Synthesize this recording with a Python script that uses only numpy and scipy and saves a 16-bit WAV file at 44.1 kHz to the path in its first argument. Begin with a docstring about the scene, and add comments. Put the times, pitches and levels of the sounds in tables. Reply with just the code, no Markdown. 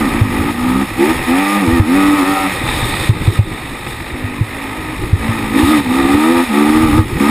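"""On a dirt track, a single-cylinder quad bike races, heard from a small camera housed on the rider.
Wind turbulence rumbles on the closed housing, and jolts from the ground excite its lowest mode.
The engine's periodic firing gives a harmonic series that rings in the exhaust pipe, while gas hiss
and clatter throb with each firing and swell in the skids. The loudest thumps overload the
microphone and duck its gain."""
import sys
import numpy as np
from scipy import signal
from scipy.fft import rfft, irfft
from scipy.io import wavfile
from scipy.ndimage import uniform_filter1d

SR = 44100
rng = np.random.default_rng(int(sys.argv[2]) if len(sys.argv) > 2 else 0)


def inscribe(sig):
    """Save sig as 16-bit PCM at rate SR to the path in sys.argv[1].

    A 1-D sig is mono; a 2-D sig holds one channel per row.
    Samples are clipped to [-1, 1] before scaling.
    """
    pcm = np.round(np.clip(np.atleast_2d(sig).T, -1, 1) * 32767)
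    wavfile.write(sys.argv[1], SR, pcm.astype(np.int16))


N = 321930


def amp(db):
    """The decibel scale: 20 dB is a factor of ten in amplitude."""
    return 10 ** (np.asarray(db) / 20)


def rms_one(x):
    """Normalisation to unit mean power."""
    return x / np.sqrt(np.mean(x ** 2) + 1e-20)


def in_time(rows):
    """Linear interpolation of (seconds, value) rows at every sample."""
    return np.interp(np.arange(N) / SR, *np.transpose(rows))


def colour(x, points):
    """Spectral shaping by (Hz, dB) points, joined on a logarithmic frequency axis."""
    hz = np.maximum(np.fft.rfftfreq(N, 1 / SR), 1)
    point_hz, point_db = np.transpose(points)
    return irfft(rfft(x) * amp(np.interp(np.log(hz), np.log(point_hz), point_db)), N)


def drift(hz):
    """Random fluctuation: low-passed noise of rms 1."""
    r = np.exp(-2 * np.pi * hz / SR)
    return rms_one(signal.lfilter([1], [1, -2 * r, r * r], rng.standard_normal(N + SR))[SR:])


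def resonate(x, modes):
    """Modal superposition: damped resonators in parallel, with alternating signs."""
    out = 0
    for k, (hz, width_hz, level_db) in enumerate(modes):
        r = np.exp(-np.pi * width_hz / SR)
        feed = (1 - r * r) / 2 * np.array([1, 0, -1])
        feedback = [1, -2 * r * np.cos(2 * np.pi * hz / SR), r * r]
        out = out + (-1) ** k * amp(level_db) * signal.lfilter(feed, feedback, x)
    return out


def evened(x, seconds=0.169):
    """Division by the running rms, so that an envelope alone sets the slow level."""
    return x / np.sqrt(uniform_filter1d(x ** 2, int(seconds * SR)) + 1e-12)


def held(start, rise, end, fall_s=0.041):
    """A trapezoidal envelope from 0 to 1: it rises, holds and falls."""
    t = np.arange(N) / SR
    return np.clip(np.minimum((t - start) / rise, 1 + (end - t) / fall_s), 0, 1)


def wind():
    """Turbulence: air tearing past the housing makes lumpy, low pressure noise."""
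    # Strength of the rumble. Each row: time in seconds, level in dB.
    gusts = [(0.0, -24.5), (0.45, -21.5), (1.02, -30.5), (1.2, -20.5), (1.34, -24), (1.46, -41), (1.8, -27),
             (2.45, -33), (2.65, -20), (3.09, -20), (3.5, -26.5), (4.23, -27.5), (4.76, -31), (5.08, -21.5),
             (5.3, -27.5), (5.51, -22), (5.88, -30), (6.04, -25), (6.25, -35), (6.57, -37), (6.77, -17.5),
             (6.97, -14), (7.3, -25)]
    # Its spectrum. Each row: frequency in Hz, relative spectral density in dB.
    spectrum = [(12, -34), (20, -7), (125, -5.5), (173, -10), (206, -18.5), (311, -8), (400, -15),
                (520, -24), (880, -120)]
    return amp(in_time(gusts) + 3.3 * drift(13.6)) * rms_one(colour(rng.standard_normal(N), spectrum))


def jolts(swell_s=0.0041, t60_s=0.1):
    """Damped free vibration: each jolt rings the housing's lowest mode for a few cycles."""
    # Each row: start in seconds, level in dB before swell and decay, ring frequency in Hz.
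    impacts = [(0.2133, 8.5, 104.6), (0.389, -4.5, 88), (0.5, -12, 95.2), (1.676, -2, 98.5),
               (1.727, -1.5, 74), (1.798, 9.5, 98), (2.635, -7, 115.3), (2.826, -7, 113.6),
               (2.939, -9, 100.7), (3.0923, 9, 110.6), (3.2761, 8, 102.9), (3.389, 10.5, 103.4),
               (4.24, -5, 99.3), (4.409, 2, 108), (4.99, -12, 94.8), (5.129, 7.5, 93.6), (5.2, -8, 70),
               (5.289, -1, 105), (5.42, -14, 95), (5.631, 0.5, 88.9), (5.88, -12, 95.04), (6.14, -6, 94),
               (6.829, -3, 98.35), (6.926, -3, 79.8), (6.945, -1, 95), (6.991, 9.5, 97.85)]
    out, t = np.zeros(N), np.arange(SR // 4) / SR
    for start, level_db, hz in impacts:
        at = round(start * SR)
        envelope = (1 - np.exp(-t / swell_s)) * amp(level_db - 60 * t / t60_s)
        ring = envelope * np.sin(2 * np.pi * hz * t)
        out[at:at + len(t)] += ring[:N - at]
    return out


def skid_envelope(rise_s=0.05):
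    """Sliding friction: the amplitude of the noise added while the tyres tear at the dirt."""
    # Each row: start in seconds, end in seconds, level in dB.
    skids = [(2.639, 3.08, -25.5), (3.199, 3.37, -31.5), (3.83, 3.933, -34), (5.55, 5.77, -24)]
    return sum(amp(db) * held(start, rise_s, end) for start, end, db in skids)


def riding(firing_hz):
    """Engine load: an open throttle makes the sound louder and more periodic. Returns control curves."""
    # Throttle pulls. Each row: opening, rise time and shutting in seconds, first and last note level
    # in dB, clatter in dB, snarl against rasp in dB, emphasised frequency of the note in Hz.
    pulls = [(-0.05, .04, 0.31, -14.5, -19.5, -22, 1.5, 254),
             (0.3, 0.052, 0.5, -17, -18.5, -22.5, 1.5, 273),
             (0.51, 0.13, 0.82, -16.5, -13.5, -23.5, 5, 256), (0.955, .075, 1.104, -5, -11.5, -17, 0, 334),
             (1.26, 0.034, 1.565, -14, -9.5, -20, 2, 253), (1.59, 0.041, 1.846, -9, -16, -24, 2.5, 309.3),
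             (1.81, 0.13, 2.46, -7, -14, -20, 2.5, 284.9),
             (4.079, .08, 4.4, -29.5, -29.5, -34, -5.5, 270.6),
             (4.46, 0.087, 4.95, -35, -32, -30, -3, 270.5), (5.14, 0.11, 5.47, -23, -24, -24, 0, 233),
             (5.49, .08, 5.78, -11, -8.5, -18.5, 1, 289.3), (5.8, 0.19, 6.41, -11, -10.5, -18.5, 4, 284.9),
             (6.48, .07, 7.015, -9, -10, -18.5, 3.5, 304.9), (7.18, 0.053, 7.3, -4, -11.5, -15.5, 1.5, 255)]
    # Dropouts of the note. Each row: centre in seconds, length in seconds, level change in dB.
    misfires = [(0.116, 0.05, -6), (1.5, 0.2, -7.5), (2.169, 0.043, -8.5), (2.255, 0.039, -7),
                (2.389, .1, -15.5), (6.03, 0.036, -2.5), (6.9, .05, -3)]
    t, octaves = np.arange(N) / SR, np.log2(firing_hz / 60)
    # With the throttle shut, note and clatter still grow with engine speed.
    note, shut_clatter = amp(-33.5 + 9 * octaves), amp(-26 + 9.5 * octaves)
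    throttle, clatter, snarl_db, centre_hz, locked_shut = 0, 0, -1, 230, 0.2
    for start, rise, end, first_db, last_db, clatter_db, pull_snarl_db, hz in pulls:
        pull = held(start, rise, end)
        throttle = np.maximum(throttle, pull)
        centre_hz = centre_hz + pull * (hz - centre_hz)
        snarl_db = snarl_db + pull * (pull_snarl_db - snarl_db)
        note = note + pull * amp(np.interp(t, [start, end], [first_db, last_db]))
        clatter = clatter + pull * amp(clatter_db)
    note = note * amp(sum(db * np.exp(-((t - s) / length * 2) ** 2) for s, length, db in misfires))
    clatter, skid = np.hypot(clatter, shut_clatter), skid_envelope()
    hiss = np.hypot(clatter * amp(np.interp(throttle, [0, 1], [-6.5, -9])), skid)
    clatter = np.hypot(clatter, skid * amp(1.5))
    locked_open = np.interp(firing_hz, [55, 76, 88], [.53, .68, .88])
    locked = locked_shut + throttle * (locked_open - locked_shut)  # clatter's share tied to the firings
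    return note, clatter, hiss, centre_hz, snarl_db, locked


def orders(cycles, firing_hz, centre_hz, count=30, waver_db=4.5, waver_hz=8.0, width_hz=55, lift_db=13):
    """Harmonics of the firing rate, each wavering as with ground echoes: lifted at centre_hz, and flat."""
    knots = rng.standard_normal((count, int(N / SR * waver_hz) + 2))
    phases = rng.uniform(0, 2 * np.pi, count)
    at = np.arange(N) / SR * waver_hz
    lifted = flat = 0
    for k in range(1, count):
        waver = amp(waver_db * np.interp(at, np.arange(knots.shape[1]), knots[k]))
        line = waver * np.cos(2 * np.pi * k * cycles + phases[k] * (k > 6))  # the lowest six form a pulse
        flat = flat + line
        lifted = lifted + line * amp(lift_db * np.exp(-((k * firing_hz - centre_hz) / width_hz) ** 2))
    return lifted, flat


def exhaust_note(pulses):
    """Air-column resonance: the pipe rings at its modes and passes little below the first."""
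    # Each row: frequency in Hz, bandwidth in Hz, gain in dB.
    pipe_modes = [(221.4, 107.3, 2.5), (266, 83.5, 5), (338, 56.4, 0), (493.4, 20, -6)]
    band = signal.butter(3, [170, 520], "band", fs=SR, output="sos")
    return evened(signal.sosfilt(band, resonate(pulses, pipe_modes)))


def body_clatter(blows, gas, snarl_db):
    """Forced vibration: firing blows and gas noise make the silencer snarl and the engine casing rasp."""
    # Each row of both: frequency in Hz, bandwidth in Hz, gain in dB.
    silencer_modes = [(752, 89, -6), (900.5, 101, -2.5), (1171, 48, 1.5), (1248, 51, 3)]
    casing_modes = [(478, 194, -6.5), (1030, 207, -7.5), (1887, 223, -2), (2484, 308, -5.5)]
    snarl = amp(snarl_db) * resonate(blows, silencer_modes)
    return evened(snarl + resonate(0.8 * blows + 0.51 * gas, casing_modes))


def hiss_and_whine(gas, drive_noise):
    """Resonant filtering of noise: the housing colours the gas hiss, and the drive train whines."""
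    # Each row of both: frequency in Hz, bandwidth in Hz, gain in dB.
    housing_modes = [(3070, 1250, -6), (5400, 207, -3), (6606, 230, -3.5), (8100, 390, -9),
                     (9680, 810, -5.5), (11700, 3900, -15.5), (14130, 1030, -9)]
    drive_modes = [(3667, 245, 0), (8450, 250, -6.5)]
    # Each row: time in seconds, gain of the whine against the hiss in dB.
    whine_db = [(0.0, -3.5), (1.5, -2.5), (1.8, -1), (2.45, -3), (2.68, 7), (4.05, 4), (4.55, 0.5),
                (6.1, 2.5), (6.6, -1), (7.3, -3)]
    hiss = resonate(gas * amp(1.2 * drift(17)), housing_modes)
    return evened(hiss + amp(in_time(whine_db)) * resonate(drive_noise, drive_modes))


def engine():
    """Source and filter: firing harmonics and gas noise that throbs with them drive the resonances."""
    # Engine speed. Each row: time in seconds, firings per second.
    speed = [(0.0, 78), (0.1, 56), (0.18, 58.3), (0.3, 48), (0.44, 56.7), (0.73, 64.4), (0.82, 68.5),
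             (0.92, 58.3), (0.98, 64.6), (1.11, 83), (1.17, 85), (1.28, 82.3), (1.4, 96.4), (1.54, 102),
             (1.6, 100), (1.67, 79.5), (1.74, 86.5), (1.84, 75), (1.96, 96.5), (2.16, 98.6), (2.23, 90.4),
             (2.29, 97), (2.5, 94.4), (2.58, 88), (2.82, 75.6), (3.05, 65), (3.43, 53.7), (3.98, 50.6),
             (4.13, 51.2), (4.3, 50.6), (4.43, 45), (4.58, 55.6), (4.71, 53), (4.9, 51.5), (5.0, 53),
             (5.1, 51), (5.3, 57.8), (5.41, 53.4), (5.57, 54.8), (5.71, 79.3), (5.88, 61), (5.98, 68.3),
             (6.04, 67.2), (6.19, 75.2), (6.32, 85), (6.43, 86), (6.52, 70.3), (6.6, 73.3), (6.85, 80.2),
             (6.91, 72), (6.98, 80.6), (7.18, 65.3), (7.3, 77)]
    # Steadier firing smooths the note. Each row: locked share of the clatter, roughness from 0 to 1.
    roughness = [(.2, .72), (.53, .25), (.9, .16)]
    firing_hz = in_time(speed)
    note_gain, clatter_gain, hiss_gain, centre_hz, snarl_db, locked = riding(firing_hz)
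    rough = np.interp(locked, *np.transpose(roughness))
    jitter = (.003 + .018 * rough) * drift(20)  # early and late firings blur the high orders most
    cycles = np.cumsum(firing_hz) / SR + jitter
    burn = amp(4.9 * rough * rng.standard_normal(N)[(cycles + .5).astype(int)])  # one strength per firing
    lifted, flat = orders(cycles, firing_hz, centre_hz)
    line_gain = burn * np.sqrt(firing_hz / SR) * 2  # keeps the power per Hz independent of speed
    throb = np.cos(np.pi * cycles) ** 2
    pipe_gas, body_gas, hiss_gas, drive_noise = [
        rms_one(rng.standard_normal(N) * (floor + depth * throb))
        for floor, depth in ((.3, burn), (1.6, burn), (1.8, 0.49), (2.5, 1))]
    note = exhaust_note(np.sqrt(1 - rough ** 2) * line_gain * lifted + rough * pipe_gas)
    blows = locked * line_gain * flat + np.sqrt(1 - locked ** 2) * body_gas
    # The crank turns twice per firing, so it sounds the even orders.
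    crank = locked * amp(-15) * sum(np.cos(2 * np.pi * 2 * k * cycles) for k in range(1, 5))
    clatter = body_clatter(blows, body_gas, snarl_db) + crank
    return note_gain * note + clatter_gain * clatter + hiss_gain * hiss_and_whine(hiss_gas, drive_noise)


def scene():
    """Superposition at two ports: nearly mono, with an unsteady difference that grows in the treble."""
    # Left-right difference. Each row: frequency in Hz, gain in dB.
    side_spectrum = [(60, -32), (300, -31), (600, -19.5), (2000, -21.5), (4000, -12.5), (8000, -12.5),
                     (12000, -8.5)]
    mid = engine() + wind() + jolts()
    side = colour(mid * drift(105), side_spectrum)
    return np.array([amp(0.1) * (mid + side), amp(0.5) * (mid - side)])


def gain_control(x, threshold_db=-0.13, share=0.98, attack_s=0.0071, release_db_per_s=42):
    """Automatic gain control: loud peaks turn the gain down a moment late; it recovers steadily."""
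    over_db = np.maximum(20 * np.log10(np.abs(x).max(axis=0) + 1e-9) - threshold_db, 0)
    release_db = release_db_per_s * np.arange(N) / SR
    duck_db = np.maximum.accumulate(over_db + release_db) - release_db
    r = np.exp(-1 / (attack_s * SR))
    return x * amp(-share * signal.lfilter([1 - r], [1, -r], duck_db))


def record(dry):
    """Cancellation and saturation: the housing notches a band, the gain ducks, peaks clip, the top is cut."""
    notch_hz, notch_width_hz, cutoff_hz = 6056, 2500, 14450
    ceiling, knee = .98, 14.0
    notched = signal.lfilter(*signal.iirnotch(notch_hz, notch_hz / notch_width_hz, fs=SR), dry)
    ducked = gain_control(notched)
    clipped = ducked / (1 + np.abs(ducked / ceiling) ** knee) ** (1 / knee)
    return signal.sosfilt(signal.ellip(14, .5, 80, cutoff_hz, fs=SR, output="sos"), clipped)


dry = scene()
out = record(dry)
inscribe(out)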